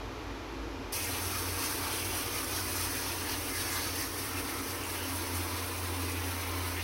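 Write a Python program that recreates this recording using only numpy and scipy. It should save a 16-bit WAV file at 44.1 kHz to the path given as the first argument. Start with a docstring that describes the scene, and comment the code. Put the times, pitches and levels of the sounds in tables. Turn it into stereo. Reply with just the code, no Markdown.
"""A hand sprayer rinses a soapy dog in a tub. It opens at once; its fine jets hiss and patter on the
wet coat as dense droplet clicks, swelling and dulling as the head sweeps along the body.
Wet hollows and small bubbles ring, and the tub walls throw the spray back.
Behind it a blower drones in the room: rushing air, rumble, narrow resonances and hums."""
import sys
import numpy as np
from scipy import signal
from scipy.fft import rfft, irfft, next_fast_len
from scipy.io import wavfile
from scipy.ndimage import map_coordinates

SR = 44100
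rng = np.random.default_rng(int(sys.argv[2]) if len(sys.argv) > 2 else 0)


def wav_out(sig):
    """Save sig, one row per channel (or a flat mono array), as 16-bit PCM at SR to the path in sys.argv[1]."""
    wavfile.write(sys.argv[1], SR, np.round(np.clip(np.atleast_2d(sig).T, -1, 1) * 32767).astype(np.int16))


N = 301203
TIME = np.arange(N) / SR
OPEN_S = 0.921   # trigger squeezed

# left-right likeness of the spray: (frequency [Hz], correlation [0..1])
SPRAY_CORRELATION = [(700, 1), (1200, 0.86), (1500, 1), (2100, 1), (2800, 0.62), (3500, 0.7), (5500, 0.83),
                     (10000, 0.45), (14000, 0.56)]


def from_db(db):
    """Decibels to gain."""
    return 10 ** (np.asarray(db) / 20)


def unit_rms(x):
    """Scale to rms 1."""
    return x / np.sqrt(np.mean(x ** 2) + 1e-20)


def in_time(rows):
    """Each value column of a time table, per sample."""
    times_s, *columns = np.transpose(rows)
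    return [np.interp(TIME, times_s, column) for column in columns]


def at_hz(points, hz):
    """Read a table on a log-frequency axis."""
    known_hz, values = np.transpose(points)
    return np.interp(np.log(hz + 1e-6), np.log(known_hz), values)


def drift(rate_hz):
    """Smooth random motion below about rate_hz; rms 1."""
    hop, settle = 40, 2000
    pole = np.exp(-2 * np.pi * rate_hz * hop / SR)
    noise = rng.standard_normal(N // hop + settle + 2)
    slow = signal.lfilter([1], [1, -2 * pole, pole * pole], noise)[settle:]
    return np.interp(np.arange(N) / hop, np.arange(len(slow)), unit_rms(slow))


def coloured(pair, spectrum, correlation):
    """Two independent signals to stereo of the given spectrum, with steep skirts; rms 1."""
    size = next_fast_len(N)
    hz = np.arange(size // 2 + 1) * SR / size + 1e-3
    low_hz, high_hz = spectrum[0][0], 1.1 * spectrum[-1][0]
    skirts = 1 / np.sqrt((1 + (low_hz / hz) ** 12) * (1 + (hz / high_hz) ** 12))
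    mid, side = rfft(pair, size) * from_db(at_hz(spectrum, hz)) * skirts
    alike = np.clip(at_hz(correlation, hz), 0, 1)
    mid, side = np.sqrt(1 + alike) * mid, np.sqrt(1 - alike) * side
    return unit_rms(irfft(np.array([mid + side, mid - side]), size)[:, :N])


def resonate(x, hz, width_hz):
    """One resonance, applied twice for steep skirts; rms 1."""
    radius = np.exp(-1.55 * np.pi * width_hz / SR)
    section = [1, 0, -1, 1, -2 * radius * np.cos(2 * np.pi * hz / SR), radius * radius]
    return unit_rms(signal.sosfilt([section, section], x + 1e-18))


def room_noise(spectrum):
    """Smooth, distant stereo noise; rms 1."""
    # left-right likeness: (frequency [Hz], correlation [0..1])
    correlation = [(130, 1), (200, 1), (260, 1), (400, 0.95), (570, 0.75), (700, 0.68), (1100, 0.4),
                   (2000, 0.95), (2600, 0.53), (4500, 0.71), (12000, 0.59)]
    return coloured(rng.standard_normal((2, N)), spectrum, correlation)


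def drones():
    """Moving air excites narrow resonances; each swells and sinks on its own."""
    # blower and room modes: (frequency [Hz], width [Hz], level [dB])
    modes = [(269.2, 8.2, -53), (293.2, 20.4, -56), (336.6, 19.4, -56.5), (387.4, 14.5, -60.5),
             (477.3, 10.7, -57), (571.5, 27, -59), (901, 48, -59), (1119, 19, -64), (1401, 27, -64),
             (2427, 80, -61), (220, 22, -62)]
    out = np.zeros(N)
    for hz, width_hz, level_db in modes:
        gain = from_db(level_db + 2.2 * drift(rate_hz=1.5))
        out += gain * resonate(rng.standard_normal(N + SR), hz, width_hz)[SR:]
    return out


def wavering_tone(hz, waver_hz, waver_db):
    """Sine, unsteady in pitch and level; rms 1."""
    phase = 2 * np.pi * np.cumsum(hz + waver_hz * drift(rate_hz=4.4)) / SR
    return unit_rms(np.sin(phase) * from_db(waver_db * drift(rate_hz=5.5)))


def hums():
    """The blower's two hums and a faint overtone."""
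    # lower hum: (time [s], level [dB])
    low_level = [(0, -47), (.35, -49), (.62, -43), (1.05, -52), (3.3, -52), (3.8, -53), (4.5, -54),
                 (5.4, -59), (6.35, -59), (6.83, -53)]
    # upper hum: (time [s], level [dB])
    high_level = [(0, -47), (.6, -62), (.88, -57), (.95, -45), (1.55, -41.5), (2.35, -51.5), (2.8, -44),
                  (4.5, -47.5), (5.12, -45), (5.35, -39), (6.83, -39)]
    # upper hum: (time [s], frequency [Hz])
    high_pitch = [(0, 90), (5.1, 89.5), (5.8, 88), (6.8, 87.5)]
    low_db, = in_time(low_level)
    high_db, = in_time(high_level)
    high_hz, = in_time(high_pitch)
    low = from_db(low_db) * wavering_tone(hz=52.7, waver_hz=1.65, waver_db=2.5)
    high = from_db(high_db) * wavering_tone(high_hz, waver_hz=0.42, waver_db=1.36)
    overtone = from_db(-57.5) * wavering_tone(hz=266.7, waver_hz=1.0, waver_db=0.0)
    return low + high + overtone


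def blower():
    """Rushing air over a roar, a rumble, drones and hums."""
    # spectra of the air noise: (frequency [Hz], relative density [dB])
    rush_spectrum = [(500, -3.5), (680, -6), (900, -3.5), (1300, -6.5), (1500, -10.5), (2500, -12.5),
                     (3600, -16.5), (6000, -21), (8500, -36), (12000, -30.5), (15000, -48)]
    roar_spectrum = [(203, -10.5), (230, -7), (275, -0.5), (330, 0), (400, -4.5), (470, -2.5), (520, -18)]
    rumble_spectrum = [(22, -12), (40, -9), (60, -1), (80, 4.5), (105, 5.5), (122, 1), (142, -7)]
    # rumble: (time [s], level [dB])
    rumble_level = [(0, -49), (1.2, -48), (4.1, -48), (5.2, -51.5), (6.83, -57)]
    rumble_db, = in_time(rumble_level)
    hum = hums()
    rush = from_db(-44.5) * room_noise(rush_spectrum)
    roar = from_db(-45.5) * room_noise(roar_spectrum)
    rumble = from_db(rumble_db) * room_noise(rumble_spectrum)
    return rush + roar + rumble + drones() + hum


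def bubbles(per_s, spread_db, cycles, pitch_rise, level_db):
    """Run-off traps small bubbles; each rings briefly and rises in pitch."""
    out = np.zeros((2, N + SR))
    for when, smallness, strength, place in rng.random((int(per_s * N / SR), 4)):
        hz = 900 * 4 ** smallness
        life = np.arange(int(cycles * SR / hz)) * hz / (cycles * SR)   # 0..1
        phase = 2 * np.pi * cycles * (life + pitch_rise * life ** 2 / 2)
        ping = np.sin(phase) * from_db(-40 * life)
        pan = from_db(np.array([[1], [-1]]) * (place - .5) * 6)
        start = int(when * N)
        out[:, start:start + len(ping)] += pan * from_db(spread_db * strength ** 3) * ping
    return from_db(level_db) * unit_rms(out[:, :N])


def impacts(per_s, spread_db):
    """Two streams of droplet clicks, mostly small; rms 1."""
    sizes = from_db(spread_db * np.minimum(rng.exponential(1, (2, N)), 4))
    signs = rng.choice([-1, 1], (2, N))
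    hits = rng.random((2, N)) < per_s / SR
    return unit_rms(sizes * signs * hits)


def hollows(drops_per_s, spread_db, wander_octaves, wander_rate_hz):
    """Wet hollows ring as the jets cross them; their pitch wanders as they fill and empty."""
    # crossings: (centre [s], half length [s], frequency [Hz], width [Hz], level [dB])
    crossings = [(1.02, .13, 2470, 500, -45), (1.16, .07, 2600, 600, -46), (1.35, 0.087, 2390, 300, -47),
                 (1.35, .18, 1290, 130, -47), (1.63, .08, 2790, 700, -51), (1.62, 0.12, 1080, 120, -48),
                 (1.68, 0.18, 1310, 130, -52), (1.86, .1, 1190, 150, -45), (1.87, 0.17, 910, 110, -45.5),
                 (1.9, 0.087, 2980, 400, -51), (2.0, .6, 2300, 400, -50), (2.16, 0.075, 830, 300, -44),
                 (2.2, 0.25, 3000, 503, -47.5), (2.37, 0.3, 1204, 50, -49), (2.37, 0.066, 2130, 180, -44),
                 (2.83, 0.11, 1800, 200, -50), (2.95, .22, 4020, 690, -54), (2.97, 0.13, 1700, 220, -46),
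                 (3.3, .17, 1740, 220, -48), (3.31, .11, 855, 100, -46.5), (3.32, 0.087, 4050, 600, -47),
                 (3.54, 0.086, 2070, 120, -46), (3.57, .15, 1700, 110, -45.5),
                 (3.76, 0.13, 2050, 110, -44.5), (3.76, 0.166, 1665, 130, -44), (3.75, 0.12, 1010, 70, -48),
                 (3.78, 0.14, 4100, 700, -46), (4.0, 0.091, 1900, 500, -43.5),
                 (4.35, 0.15, 1360, 160, -47.5), (4.53, 0.18, 2130, 200, -50),
                 (4.58, 0.115, 1280, 140, -46), (4.84, 0.055, 2800, 350, -45), (5.02, .13, 2870, 400, -47),
                 (5.02, 0.12, 1600, 180, -50), (5.25, 0.32, 994, 60, -49.5), (5.54, 0.145, 1035, 90, -45.5),
                 (5.9, 0.31, 1020, 55, -47.5), (6.15, .2, 2490, 110, -49.5), (6.15, 0.35, 2450, 600, -52),
                 (6.55, .3, 1025, 55, -49.5), (6.79, .07, 1900, 400, -43), (6.79, .06, 2700, 700, -43.5)]
    out = np.zeros(N)
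    drops = impacts(drops_per_s, spread_db)
    pitch_ratio = 2 ** (wander_octaves * drift(wander_rate_hz))
    for k, (centre_s, half_s, hz, width_hz, level_db) in enumerate(crossings):
        hit = np.abs(TIME - centre_s) < half_s
        ring = resonate(drops[k % 2, hit], hz, width_hz)
        ring = map_coordinates(ring, [np.cumsum(pitch_ratio[hit])], order=3)
        swell = np.cos(np.pi / 2 * (TIME[hit] - centre_s) / half_s) ** 2
        out[hit] += from_db(level_db) * swell * ring
    return out


def tub(x, path_sway):
    """Early echoes off the walls; their paths change as the hand moves."""
    # wall echoes: (delay [s], reflected share [0..1])
    walls = [(.0011, 0.2), (.0023, 0.16), (.0041, 0.63), (.0067, .18), (0.0112, 0.54)]
    out = x.copy()
    for delay_s, share in walls:
        sent_s = TIME - delay_s * (1 + path_sway * drift(rate_hz=0.5725))
        out += share * np.array([map_coordinates(side, [sent_s * SR], order=3) for side in x])
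    return out / np.sqrt(1 + sum(share ** 2 for _, share in walls))


def nozzle():
    """Thin jets sizzle as they leave the head, the same wherever it points."""
    # sizzle: (frequency [Hz], relative density [dB])
    spectrum = [(10500, -22), (11600, -8.5), (12300, -17), (13800, -15), (14600, 0), (15800, 0)]
    return from_db(-47.5) * coloured(impacts(per_s=9000, spread_db=3), spectrum, SPRAY_CORRELATION)


def spits():
    """A jet catches a tuft: a short, bright shower. The shortest are single fat drops."""
    # showers: (time [s], level [dB], half length [s])
    showers = [(.966, -35, .0012), (1.043, -40, .022), (1.648, -40, .016), (2.155, -47, .024),
               (2.173, -37, .0012), (2.445, -36, .0008), (2.77, -44, .025), (2.83, -51, .012),
               (3.4, -44, .0008), (3.558, -36, .001), (3.736, -41, .035), (4.598, -44.5, .012),
               (4.708, -42.5, .012), (4.837, -37, .0012), (4.858, -47, .02), (4.924, -40, .0012),
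               (5.355, -46, .012), (5.57, -42, .0012), (5.778, -54, .035), (6.11, -51, .025)]
    # shower spectrum: (frequency [Hz], relative density [dB])
    spectrum = [(3500, -23), (6000, 12.5), (8000, 10), (12000, 8.5), (15500, -18)]
    envelope = sum(from_db(level_db) * np.exp(-np.minimum(((TIME - centre_s) / half_s) ** 2, 20))
                   for centre_s, level_db, half_s in showers)
    return envelope * coloured(impacts(per_s=2775, spread_db=2.5), spectrum, SPRAY_CORRELATION)


def wet_coat(x, patchy_db, patchy_rate_hz):
    """Folds and pools in the coat favour ever-changing narrow bands of the midrange."""
    out = 0
    for edge_hz in 800 * 2 ** (np.arange(13) / 5):
        band = signal.sosfiltfilt(signal.butter(10, edge_hz, fs=SR, output="sos"), x)
        out = out + band * from_db(patchy_db * drift(patchy_rate_hz))
        x = x - band
    return out + x


def hand(stroke_half_s, wobble_db):
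    """Splatter, fizz and mist levels in dB: slow aim, a swish per stroke, wobble, opening surge."""
    # travel along the body: (time [s], splatter [dB], fizz [dB], mist [dB])
    aim = [(.94, -46, -40.5, -37.5), (1.3, -42.5, -43, -39), (1.9, -43, -42, -38.5),
           (2.45, -45.5, -43.5, -40), (2.7, -43, -43.5, -38.5), (3.0, -43, -41.5, -38),
           (3.2, -43, -44.5, -41), (3.45, -44.5, -45, -39.5), (3.78, -41.5, -41, -39),
           (4.1, -48.5, -45, -42.5), (4.4, -43.5, -46.5, -42.8), (4.75, -45, -48, -43.5),
           (5.2, -43.5, -45.5, -41.5), (5.55, -45, -47.5, -42.5), (5.9, -44, -48, -43),
           (6.3, -43, -48.5, -44), (6.83, -44.5, -47.5, -44.5)]
    # wrist flicks, about 4 per s: (time [s], added splatter [dB], added fizz [dB], added mist [dB])
    strokes = [(1.14, 3, -2.5, -1.5), (1.35, -0.5, 2, 1), (1.63, 2, 3.5, 1.5), (1.88, 3.5, -1, -0.5),
               (2.17, 4, -0.5, 1.5), (2.38, 3.5, 1, 1), (2.6, 1.5, 3.5, 1), (2.8, 2, 3, 3),
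               (3.05, 1.5, 2, 0), (3.32, 1, 4, 1.5), (3.58, -2.5, 3.5, 1.5), (3.76, -2, 2, 1.5),
               (4.0, 0, 4.5, 4.5), (4.22, 3.5, 1.5, 3.5), (4.4, 0, 1, 2.5), (4.66, -0.5, 3.5, 3),
               (4.92, 2, 2, 3.5), (5.16, 2, 0.5, 3.5), (5.37, 0.5, 1, 2), (5.55, 1, 3, 0.5),
               (5.76, 2, 1.5, 2.5), (6.07, 0.5, 3, 2), (6.29, -1, 1, 1.5), (6.48, 1, 2, 1.5),
               (6.68, 2, .5, 3)]
    levels_db = np.array(in_time(aim))
    for centre_s, *swells_db in strokes:
        near = np.abs(TIME - centre_s) < 4 * stroke_half_s
        swish = np.exp(-((TIME[near] - centre_s) / stroke_half_s) ** 2)
        levels_db[:, near] += np.outer(swells_db, swish)
    opening_db = 2 * np.exp(-np.abs(TIME - OPEN_S) / .04)   # stored hose pressure drains off
    return levels_db + wobble_db * drift(rate_hz=13.4) + opening_db


def valve(rise_s):
    """The water starts abruptly; gain 0..1."""
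    return np.clip((TIME - OPEN_S) / rise_s, 0, 1)


def spray(surge_db, surge_rate_hz, sputter_db):
    """Jets break into drops: big ones splatter on the coat, small ones fizz in the fur, mist hisses."""
    # spectra by drop size: (frequency [Hz], relative density [dB])
    splatter_spectrum = [(450, -12), (750, -5), (1050, 0), (1400, 0), (1750, -3.5), (2250, -.5),
                         (3200, -6.5), (4500, -7.5), (8000, -72)]
    fizz_spectrum = [(1800, -24), (2900, -8.5), (3700, -11.5), (4500, -6), (5400, -3.5), (6300, -4),
                     (7200, -23), (8500, -69)]
    mist_spectrum = [(5000, -22), (7300, -11), (8600, 0), (11800, 2.3), (12600, -3), (13500, -6),
                     (15500, -2.5)]
    splatter_db, fizz_db, mist_db = hand(stroke_half_s=0.052, wobble_db=0.76)
    surge = from_db(surge_db * drift(surge_rate_hz))   # drops crowd as the water surges
    big_drops = impacts(per_s=5000 * np.sqrt(surge), spread_db=1.64)
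    small_drops = impacts(per_s=9000 * surge, spread_db=2.1)
    finest_drops = impacts(per_s=12000 * surge, spread_db=1.9)
    splatter = from_db(splatter_db) * coloured(big_drops, splatter_spectrum, SPRAY_CORRELATION)
    fizz = from_db(fizz_db) * coloured(small_drops, fizz_spectrum, SPRAY_CORRELATION)
    mist = from_db(mist_db) * coloured(finest_drops, mist_spectrum, SPRAY_CORRELATION)
    sputter = from_db(sputter_db * drift(rate_hz=90))   # fine drops arrive in clumps
    return wet_coat(splatter + sputter * (fizz + mist), patchy_db=2.0, patchy_rate_hz=8.3)


def scene():
    """The spray in the tub, the blower behind it."""
    jets = spray(surge_db=0.66, surge_rate_hz=25.0, sputter_db=0.9) + spits() + nozzle()
    ringing = hollows(drops_per_s=1045, spread_db=2.0, wander_octaves=.012, wander_rate_hz=6.94)
    pings = bubbles(per_s=110, spread_db=6, cycles=70, pitch_rise=0.13, level_db=-52.5)
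    flow = valve(rise_s=0.0046)
    water = tub(flow * jets, path_sway=0.0617) + flow * (ringing + pings)
    return water + blower()


def record(dry):
    """Steep low-pass on the top treble."""
    cutoff_hz = 15850
    return signal.sosfilt(signal.ellip(12, .2, 80, cutoff_hz, fs=SR, output="sos"), dry)


dry = scene()
out = record(dry)
wav_out(out)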